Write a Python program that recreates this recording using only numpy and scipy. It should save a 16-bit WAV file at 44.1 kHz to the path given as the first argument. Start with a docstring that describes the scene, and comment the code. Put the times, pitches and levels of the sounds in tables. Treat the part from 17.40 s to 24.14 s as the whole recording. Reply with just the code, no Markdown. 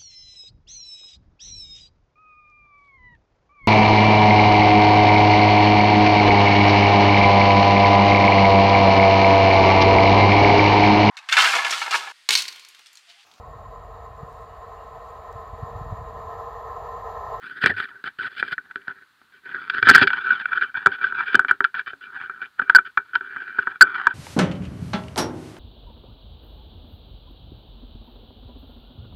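"""Close, rasping scrapes and hard knocks: a telescopic carbon pole is pulled out and raised in a quiet yard.
The microphone is in a small camera fixed to the pole, so every contact rings the thin tubes and arrives
through the camera's case, which honks near 1.5 kHz. The sections rub, snag and knock in their joints;
one tight joint creaks and two shoves make the pole hum. Nested, it sounds stiff and full; drawn out,
hollow. The hardest knocks overload the microphone, and faint air and hiss lie behind it all."""
import sys
import numpy as np
from scipy import signal
from scipy.io import wavfile
from scipy.ndimage import uniform_filter1d

SR = 44100
rng = np.random.default_rng(int(sys.argv[2]) if len(sys.argv) > 2 else 0)


def log_audio(samples):
    """Write samples as a 16-bit WAV file to the path given in sys.argv[1]."""
    # one column per channel
    frames = np.atleast_2d(samples).T
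    # limit to full scale, then quantise
    limited = np.clip(frames, -1, 1)
    pcm = np.round(limited * 32767).astype(np.int16)
    wavfile.write(sys.argv[1], SR, pcm)


N = 297234
TIME = np.arange(N) / SR

# knocks in the joints, bass and treble against the middle band:
# start_s, peak_db, bass_db, treble_db, chatter_s
JOINT_KNOCKS = [(0.237, -4.5, -7.5, -3.5, 0.0041), (0.259, 2.5, -14.5, -10, 0.0031),
                (0.639, -19, -13.5, -11, 0.0016), (1.026, -6, -19.0, -20.5, 0.00088),
                (1.179, -13, -27, -25, 0.0021), (1.357, -15.5, -16, -15.5, 0.00053),
                (1.416, -42, -15.0, 4.5, 0.001), (1.479, -16, -19, -17.5, 0.0015),
                (1.814, -39.5, -9, -14.0, 0.0026), (2.297, -9.5, -30.0, -7.0, 0.0032),
                (2.426, -3, -18, -10.5, 0.0023), (2.469, -3.5, -16.0, -21, 0.0062),
                (2.486, 4, -20, -14, 0.0032), (2.51, 0.3, -11.0, -13.0, 0.002),
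                (2.547, 3.5, -22, -16, 0.002), (2.578, 0, -28.5, -20, 0.0023),
                (2.613, -5.5, -5.0, -8.0, 0.0089), (2.624, -3.5, -8.0, -2.5, 0.0062),
                (2.671, -3.0, -30.5, -7.5, 0.0049), (2.702, -9.5, -32.0, -13.0, 0.0021),
                (2.73, -9.0, -33, -12, 0.0025), (3.459, 1.66, -18.5, -20, 0.00054),
                (3.467, 0.5, -20.0, -23, 0.002), (3.639, -7.0, -29.5, -17.5, 0.0045),
                (3.721, -13, -26, -27, 0.003), (3.943, -1.5, -9.0, -12, 0.002),
                (3.95, 1.5, -18, -12.5, 0.0028), (3.992, 0.85, -27.5, -26.5, 0.00038),
                (4.046, -8.5, -23.5, -25.0, 0.00039), (4.109, 0.5, -28.0, -29, 0.0015),
                (4.204, -2.5, -18.5, -26.0, 0.0016), (4.241, -3.5, -34.5, -13.0, 0.0044),
                (4.531, -25.5, -11.5, -21, 0.0022), (4.895, -19, -25.0, -29, 0.0009),
                (5.192, -6.5, -26.0, -23.5, 0.0031), (5.215, -15.0, -14.5, -19.0, 0.0048),
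                (5.295, 0.45, -32.5, -18.5, 0.0028), (5.347, 3.5, -33.5, -23, 0.002),
                (5.383, -4.5, -35, -23.0, 0.004), (5.572, -3, -29.0, -18.5, 0.0031),
                (5.752, -4.0, -36.0, -11.0, 0.0032), (5.807, -18.5, -20.5, -24, 0.0015),
                (5.96, -16.5, -24.5, -30.0, 0.005), (6.184, -6.0, -21.5, -27.0, 0.0051),
                (6.269, -9.5, -22.0, -29, 0.003), (6.408, 9, -31.5, -24.5, 0.003),
                (6.667, 1.5, -27, -24, 0.0031)]
# pulls of one section along the next, firm short ones riding on gentle long ones:
# start_s, length_s, middle_db, treble_db (against the middle band)
PULLS = [(0.0, 0.49, -40.5, -11.5), (0.208, 0.092, -28, -7.5), (0.363, 0.068, -28, -12.5),
         (0.51, 0.088, -45.5, -23), (0.644, 0.036, -31.5, -10.5), (0.785, 0.087, -30, -12),
         (0.893, 0.22, -44, -6.5), (0.962, 0.049, -37.5, -5.5), (1.11, 0.018, -26.5, -8.5),
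         (1.145, 0.49, -54, -17), (1.471, 0.057, -39, -20.5), (1.92, 0.066, -55.5, -8.5),
         (2.032, 0.48, -39, -13.5), (2.138, 0.042, -31.5, -24), (2.335, 0.063, -28.5, -14.5),
         (2.445, 0.19, -20, -8), (2.652, 0.33, -30.5, -12.5), (2.85, 0.082, -22, -17),
         (2.993, 0.024, -29.5, -7.5), (3.034, 0.26, -38, -10), (3.114, 0.072, -27.5, -14.5),
         (3.21, 0.033, -25.5, -11), (3.343, 0.035, -25, -11.5), (3.378, 0.6, -37.5, -14.5),
         (3.515, 0.036, -30.5, -7), (3.61, 0.07, -28.5, -13.5), (3.744, 0.09, -27.5, -11.5),
         (3.855, 0.1, -32, -7), (4.082, 0.035, -27.5, -5), (4.344, 0.055, -30, -9.5),
         (4.461, 0.047, -37, -5), (4.608, 0.046, -40.5, -4.5), (4.656, 0.4, -42.5, -19.5),
         (4.739, 0.12, -35, -12), (5.014, 0.035, -33, -9.5), (5.178, 0.23, -40, -15.5),
         (5.447, 0.031, -37, -6.5), (5.58, 0.16, -53.5, -10.5), (5.733, 0.032, -29, -15.5),
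         (5.8, 0.56, -38.5, -14.5), (6.43, 0.3, -33, -16.5), (6.542, 0.04, -29.5, -10)]
# the loudest snags, where an edge catches and lets go: start_s, level_db
LOUD_SNAGS = [(1.31, -32.5), (2.906, -18), (3.055, -19.5), (3.13, -17.5), (3.174, -21), (3.804, -21),
              (4.091, -23.5), (4.342, -26), (4.393, -21.5), (6.613, -21.5)]
# fine sheen of the thin tip section sliding out: frequency_hz, relative_db
TIP_SHEEN = [(6300, -30.5), (8400, 0), (10000, -7.5)]
# course of the one creak: time_s, pitch_hz, level_db
CREAK_PATH = [(0.274, 1640, -36.5), (0.294, 1705, -30.5), (0.3, 1870, -19), (0.334, 1684, -38)]
# shoves that bend the pole: start_s, pitch_hz, level_db
SHOVES = [(0.318, 100, -41), (2.42, 113, -38)]
# modes of the tubes: pitch_hz, width_hz, gain_db (over the direct path, before contact and damping)
TUBE_MODES = [(277.6, 21, 7), (391.6, 30, 15), (784, 37, 6), (939, 44, 9.5), (1346, 65, -0.5),
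              (1490.3, 65.4, 4), (2338, 51, 16), (3049, 60, 6.5), (3410, 64, 2.5)]
# path through the camera's case to the microphone, pole drawn out: frequency_hz, relative_db
CASE_PATH = [(40, -44), (120, -30), (400, -31.5), (620, -35.5), (1050, -20), (1300, -3.5), (1520, 4.5),
             (1800, -8), (2130, -24.5), (3350, -26.5), (3800, -34.5), (4900, -40.5), (5700, -63),
             (15000, -79)]
# what the stiffer, fuller nested pole adds to that path: frequency_hz, boost_db
NESTED_BOOST = [(80, 1.5), (250, 4.5), (620, 2), (1500, 2), (2050, 10), (2900, 7), (4400, 13), (6500, 11)]
# yard air and microphone hiss: frequency_hz, relative_db
AIR_SPECTRUM = [(30, -15.5), (270, -15), (650, -24), (1500, -2.5), (2200, -16.5), (4300, -16), (5400, -28),
                (15000, -31)]

TIP_OUT_S, DRAWN_OUT_S = 1.15, 2.7  # the tip is out first, then the whole pole
BASS_HZ, TREBLE_HZ = 700, 2100  # edges of the middle band
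BAND_FILTERS = [signal.butter(4, hz, kind, fs=SR, output="sos")
                for hz, kind in ((BASS_HZ, "low"), ([BASS_HZ, TREBLE_HZ], "band"), (TREBLE_HZ, "high"))]


def knocks(nested_path, drawn_path, rattle_s=0.017, shudder_s=0.028, spot_db=4.5, size=8192):
    """A blow, a few ms of chatter and a faint rattle ring the tubes; the pole shudders a little longer."""
    out, t = np.zeros(N), np.arange(size) / SR
    for start_s, peak_db, bass_db, treble_db, chatter_s in JOINT_KNOCKS + rebounds():
        nested = start_s < DRAWN_OUT_S
        path = np.pad(nested_path if nested else drawn_path, (50, 0))
        chatter, rattle, sway = rng.standard_normal((3, size))
        spot, shift = rng.standard_normal((2, len(TUBE_MODES)))
        # nested sections damp the ringing, and so does a hard knock that jams them together
        damping_db = 6 * nested + 0.16 * max(peak_db + 12, 0)
        weights, detune = gain_of(spot_db * spot - damping_db), 1 + 0.013 * shift
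        force = gain_of(-16) * chatter * swell(2 * t / chatter_s)
        force += gain_of(-36) * rattle * np.exp(-t / rattle_s)
        force[0] += 1  # the blow itself
        blow, shudder = (signal.fftconvolve(tube_ring(push, weights, detune), path)[:size]
                         for push in (force, sway * np.exp(-t / shudder_s)))
        bass, middle, treble = bands(blow)
        bass += gain_of(-8) * bands(shudder)[0]
        knock = gain_of(bass_db) * bass + middle + gain_of(treble_db) * treble
        add(out, start_s, gain_of(peak_db) * knock / abs(knock).max())
    return out


def rebounds(hard_db=3, gap_s=0.0058, step_db=0.8):
    """A hard knock throws the section across its joint, so that it strikes twice more."""
    return [(start_s + k * gap_s, peak_db + k * step_db, *rest)
            for start_s, peak_db, *rest in JOINT_KNOCKS if peak_db > hard_db for k in (1, 2)]


def scrape(nested_path, drawn_path, nested_damping_db=5, sheen_db=-29.5):
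    """Sliding sections ring the tubes, each mode coming and going as the contact travels."""
    force = friction()
    nested = TIME < DRAWN_OUT_S
    weights = [gain_of(3 * wander(per_s=24) - nested_damping_db * nested) for _ in TUBE_MODES]
    ring = tube_ring(force, weights, detune=np.ones(len(TUBE_MODES)))
    at_mic = signal.oaconvolve(ring * nested, nested_path) + signal.oaconvolve(ring * ~nested, drawn_path)
    # the hand's pressure holds the friction even over a few hundredths of a second
    bass, middle, treble = (band / np.sqrt(uniform_filter1d(band ** 2, size=2600) + 1e-6)
                            for band in bands(at_mic[:N]))
    bass_gain, middle_gain, treble_gain = pull_gains()
    # within a pull the rasp comes and goes, and the sections catch and give
    rasp = gain_of(1.5 * wander(per_s=24))
    catch = gain_of(1.5 * wander(per_s=45))
    small_snags, loud_snags = snags()
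    sheen = gain_of(sheen_db) * (TIME < TIP_OUT_S) * coloured(force, TIP_SHEEN)
    rub = bass_gain * bass + middle_gain * middle + rasp * treble_gain * (treble + sheen)
    return catch * (1 + small_snags) * rub + loud_snags * (middle + gain_of(-15) * treble)


def friction(slips_per_s=300, uneven_db=2.6, rub_db=-18.5, judder_db=3, echo_s=0.000812):
    """Tiny slips of uneven size over a fine rub make a juddering force."""
    slipping = rng.random(N) < slips_per_s / SR
    sizes = gain_of(uneven_db * np.minimum(rng.exponential(1, N), 4))
    slips = slipping * sizes * rng.choice([-1, 1], N)
    force = slips + gain_of(rub_db) * rng.standard_normal(N)
    force *= gain_of(judder_db * wander(per_s=70))
    # the tube's end throws each slip back after a delay that moves with the contact
    delay_s = echo_s * np.exp(.5 * wander(per_s=10))
    return force + .5 * np.interp(TIME - delay_s, TIME, force)


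def pull_gains(bite_share=0.062, swell_db=0.5, release_db_per_s=751, usual_db=-33.5):
    """Bass, middle and treble gain of the rub: pulls bite, hold nearly steady and die away."""
    middle_power, treble_power = np.full((2, N), 1e-12)
    for start_s, length_s, middle_db, treble_db in PULLS:
        t = np.maximum(TIME - start_s, 0)
        bite = np.minimum(t / (bite_share * length_s), 1)
        shape_db = swell_db * (np.minimum(t / length_s, 1) - .5)
        shape_db -= release_db_per_s * np.maximum(t - length_s, 0)
        power = (bite * gain_of(middle_db + np.maximum(shape_db, -200))) ** 2
        middle_power += power
        treble_power += power * gain_of(treble_db) ** 2
    # the bass grows more slowly than the rasp, and is fuller while the pole is nested
    above_usual_db = 10 * np.log10(middle_power) - usual_db
    bass_db = -56.5 + 0.76 * above_usual_db + 3.5 * (TIME < DRAWN_OUT_S)
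    return gain_of(bass_db), np.sqrt(middle_power), np.sqrt(treble_power)


def snags(per_s=22, rise_s=0.003):
    """Edges catch and let go with a tick: envelopes of the small random snags and of the loud ones."""
    tick = swell(TIME[:2048] / rise_s) ** 2
    catches = rng.random(N) < per_s / SR
    small = signal.oaconvolve(.5 * catches, tick)[:N]
    loud = np.zeros(N)
    for start_s, level_db in LOUD_SNAGS:
        add(loud, start_s, gain_of(level_db) * tick)
    return small, loud


def tube_ring(force, weights, detune):
    """The direct push plus the tubes' modes; the place of contact weights and shifts each mode."""
    out = force.copy()
    for (pitch_hz, width_hz, gain_db), weight, shift in zip(TUBE_MODES, weights, detune):
        radius = np.exp(-np.pi * width_hz / SR)
        mode = radius * np.exp(2j * np.pi * pitch_hz * shift / SR)
        out += 2 * gain_of(gain_db) * signal.lfilter([1 - radius], [1, -mode], force * weight + 1e-18).real
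    return out


def hollow(path, round_trip_s=0.0089, bounce_db=-11):
    """Sound runs up and down the long, drawn-out tube, weaker at each return."""
    t = TIME[:len(path)]
    return sum(gain_of(k * bounce_db) * np.interp(t - k * round_trip_s, t, path, left=0) for k in range(4))


def creak(path, width_hz=170, thud_db=-9):
    """A tight joint sticks and slips as it turns, ringing one gliding resonance and shaking the pole."""
    times_s, pitches_hz, levels_db = np.transpose(CREAK_PATH)
    t = np.arange(times_s[0], times_s[-1], 1 / SR)
    slips = rng.standard_normal(len(t))
    radius = np.exp(-np.pi * width_hz / SR)
    flutter = signal.lfilter([1], np.poly([radius, radius]), slips + 1j * rng.standard_normal(len(t)))
    phase = 2 * np.pi * np.cumsum(np.interp(t, times_s, pitches_hz)) / SR
    tone = unit_rms((flutter * np.exp(1j * phase)).real)
    thud = bands(signal.fftconvolve(slips, path)[:len(t)])[0]
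    envelope = gain_of(np.interp(t, times_s, levels_db)) * signal.windows.tukey(len(t), .1)
    out = np.zeros(N)
    add(out, times_s[0], envelope * (tone + gain_of(thud_db) * thud))
    return out


def flex(rise_s=0.02):
    """The pole bends under a shove and hums low as it springs back."""
    out, t = np.zeros(N), TIME[:SR // 2]
    for start_s, pitch_hz, level_db in SHOVES:
        add(out, start_s, gain_of(level_db) * swell(t / rise_s) * np.sin(2 * np.pi * pitch_hz * t))
    return out


def yard_air(level_db=-61.5):
    """The still yard and the microphone's own hiss, far below the pole."""
    return gain_of(level_db) * coloured(rng.standard_normal(N), AIR_SPECTRUM)


def response(spectrum, boost=((1, 0),), spread_s=0, size=4096):
    """An impulse response; with spread_s, bending waves bring the treble first and the bass later."""
    hz = np.fft.fftfreq(size, 1 / SR)
    log_gain = np.log(gain_of(db_at(spectrum, abs(hz)) + db_at(boost, abs(hz))))
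    lag = 4 * np.pi * spread_s * np.sign(hz) * np.sqrt(1500 * abs(hz))
    minimum_phase = np.conj(signal.hilbert(log_gain))
    return np.fft.ifft(np.exp(minimum_phase - 1j * lag)).real[:size // 2]


def coloured(x, spectrum):
    """A sound filtered by a spectrum, at unit level."""
    return unit_rms(signal.oaconvolve(x, response(spectrum))[:N])


def bands(x):
    """Bass, middle and treble of a sound, each at unit level."""
    return [unit_rms(signal.sosfiltfilt(sos, x, padtype=None)) for sos in BAND_FILTERS]


def wander(per_s):
    """A smooth random curve of unit size."""
    knots = rng.standard_normal(4096)
    return unit_rms(np.interp(TIME * per_s, np.arange(len(knots)), knots))


def swell(u):
    """Rises to 1 at u = 1, then dies away."""
    return u * np.exp(1 - u)


def db_at(spectrum, hz):
    points_hz, points_db = np.transpose(spectrum)
    return np.interp(np.log(hz + 1), np.log(points_hz + 1), points_db)


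def gain_of(db):
    return 10 ** (np.asarray(db) / 20)


def unit_rms(x):
    return x / np.sqrt(np.mean(x ** 2) + 1e-20)


def add(mix, start_s, sound):
    part = mix[max(round(start_s * SR), 0):][:len(sound)]
    part += sound[:len(part)]


def scene():
    """The pole heard in mono from the camera fixed to it, with the yard behind."""
    nested_path = response(CASE_PATH, NESTED_BOOST, spread_s=0.00044)
    drawn_path = response(CASE_PATH, spread_s=0.00087)
    pole = knocks(nested_path, drawn_path) + scrape(nested_path, hollow(drawn_path))
    return (pole + creak(nested_path) + flex() + yard_air())[None]


def record(dry, rumble_hz=50, top_hz=15700):
    """The microphone input clips hard at full scale, then sheds its lowest rumble and highest treble."""
    low_cut = signal.butter(2, rumble_hz, "high", fs=SR, output="sos")
    high_cut = signal.firwin(255, top_hz, window=("kaiser", 8), fs=SR)
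    clipped = np.clip(dry, -1, 1)
    return signal.oaconvolve(signal.sosfilt(low_cut, clipped), high_cut[None], "same")


dry = scene()
out = record(dry)
log_audio(out)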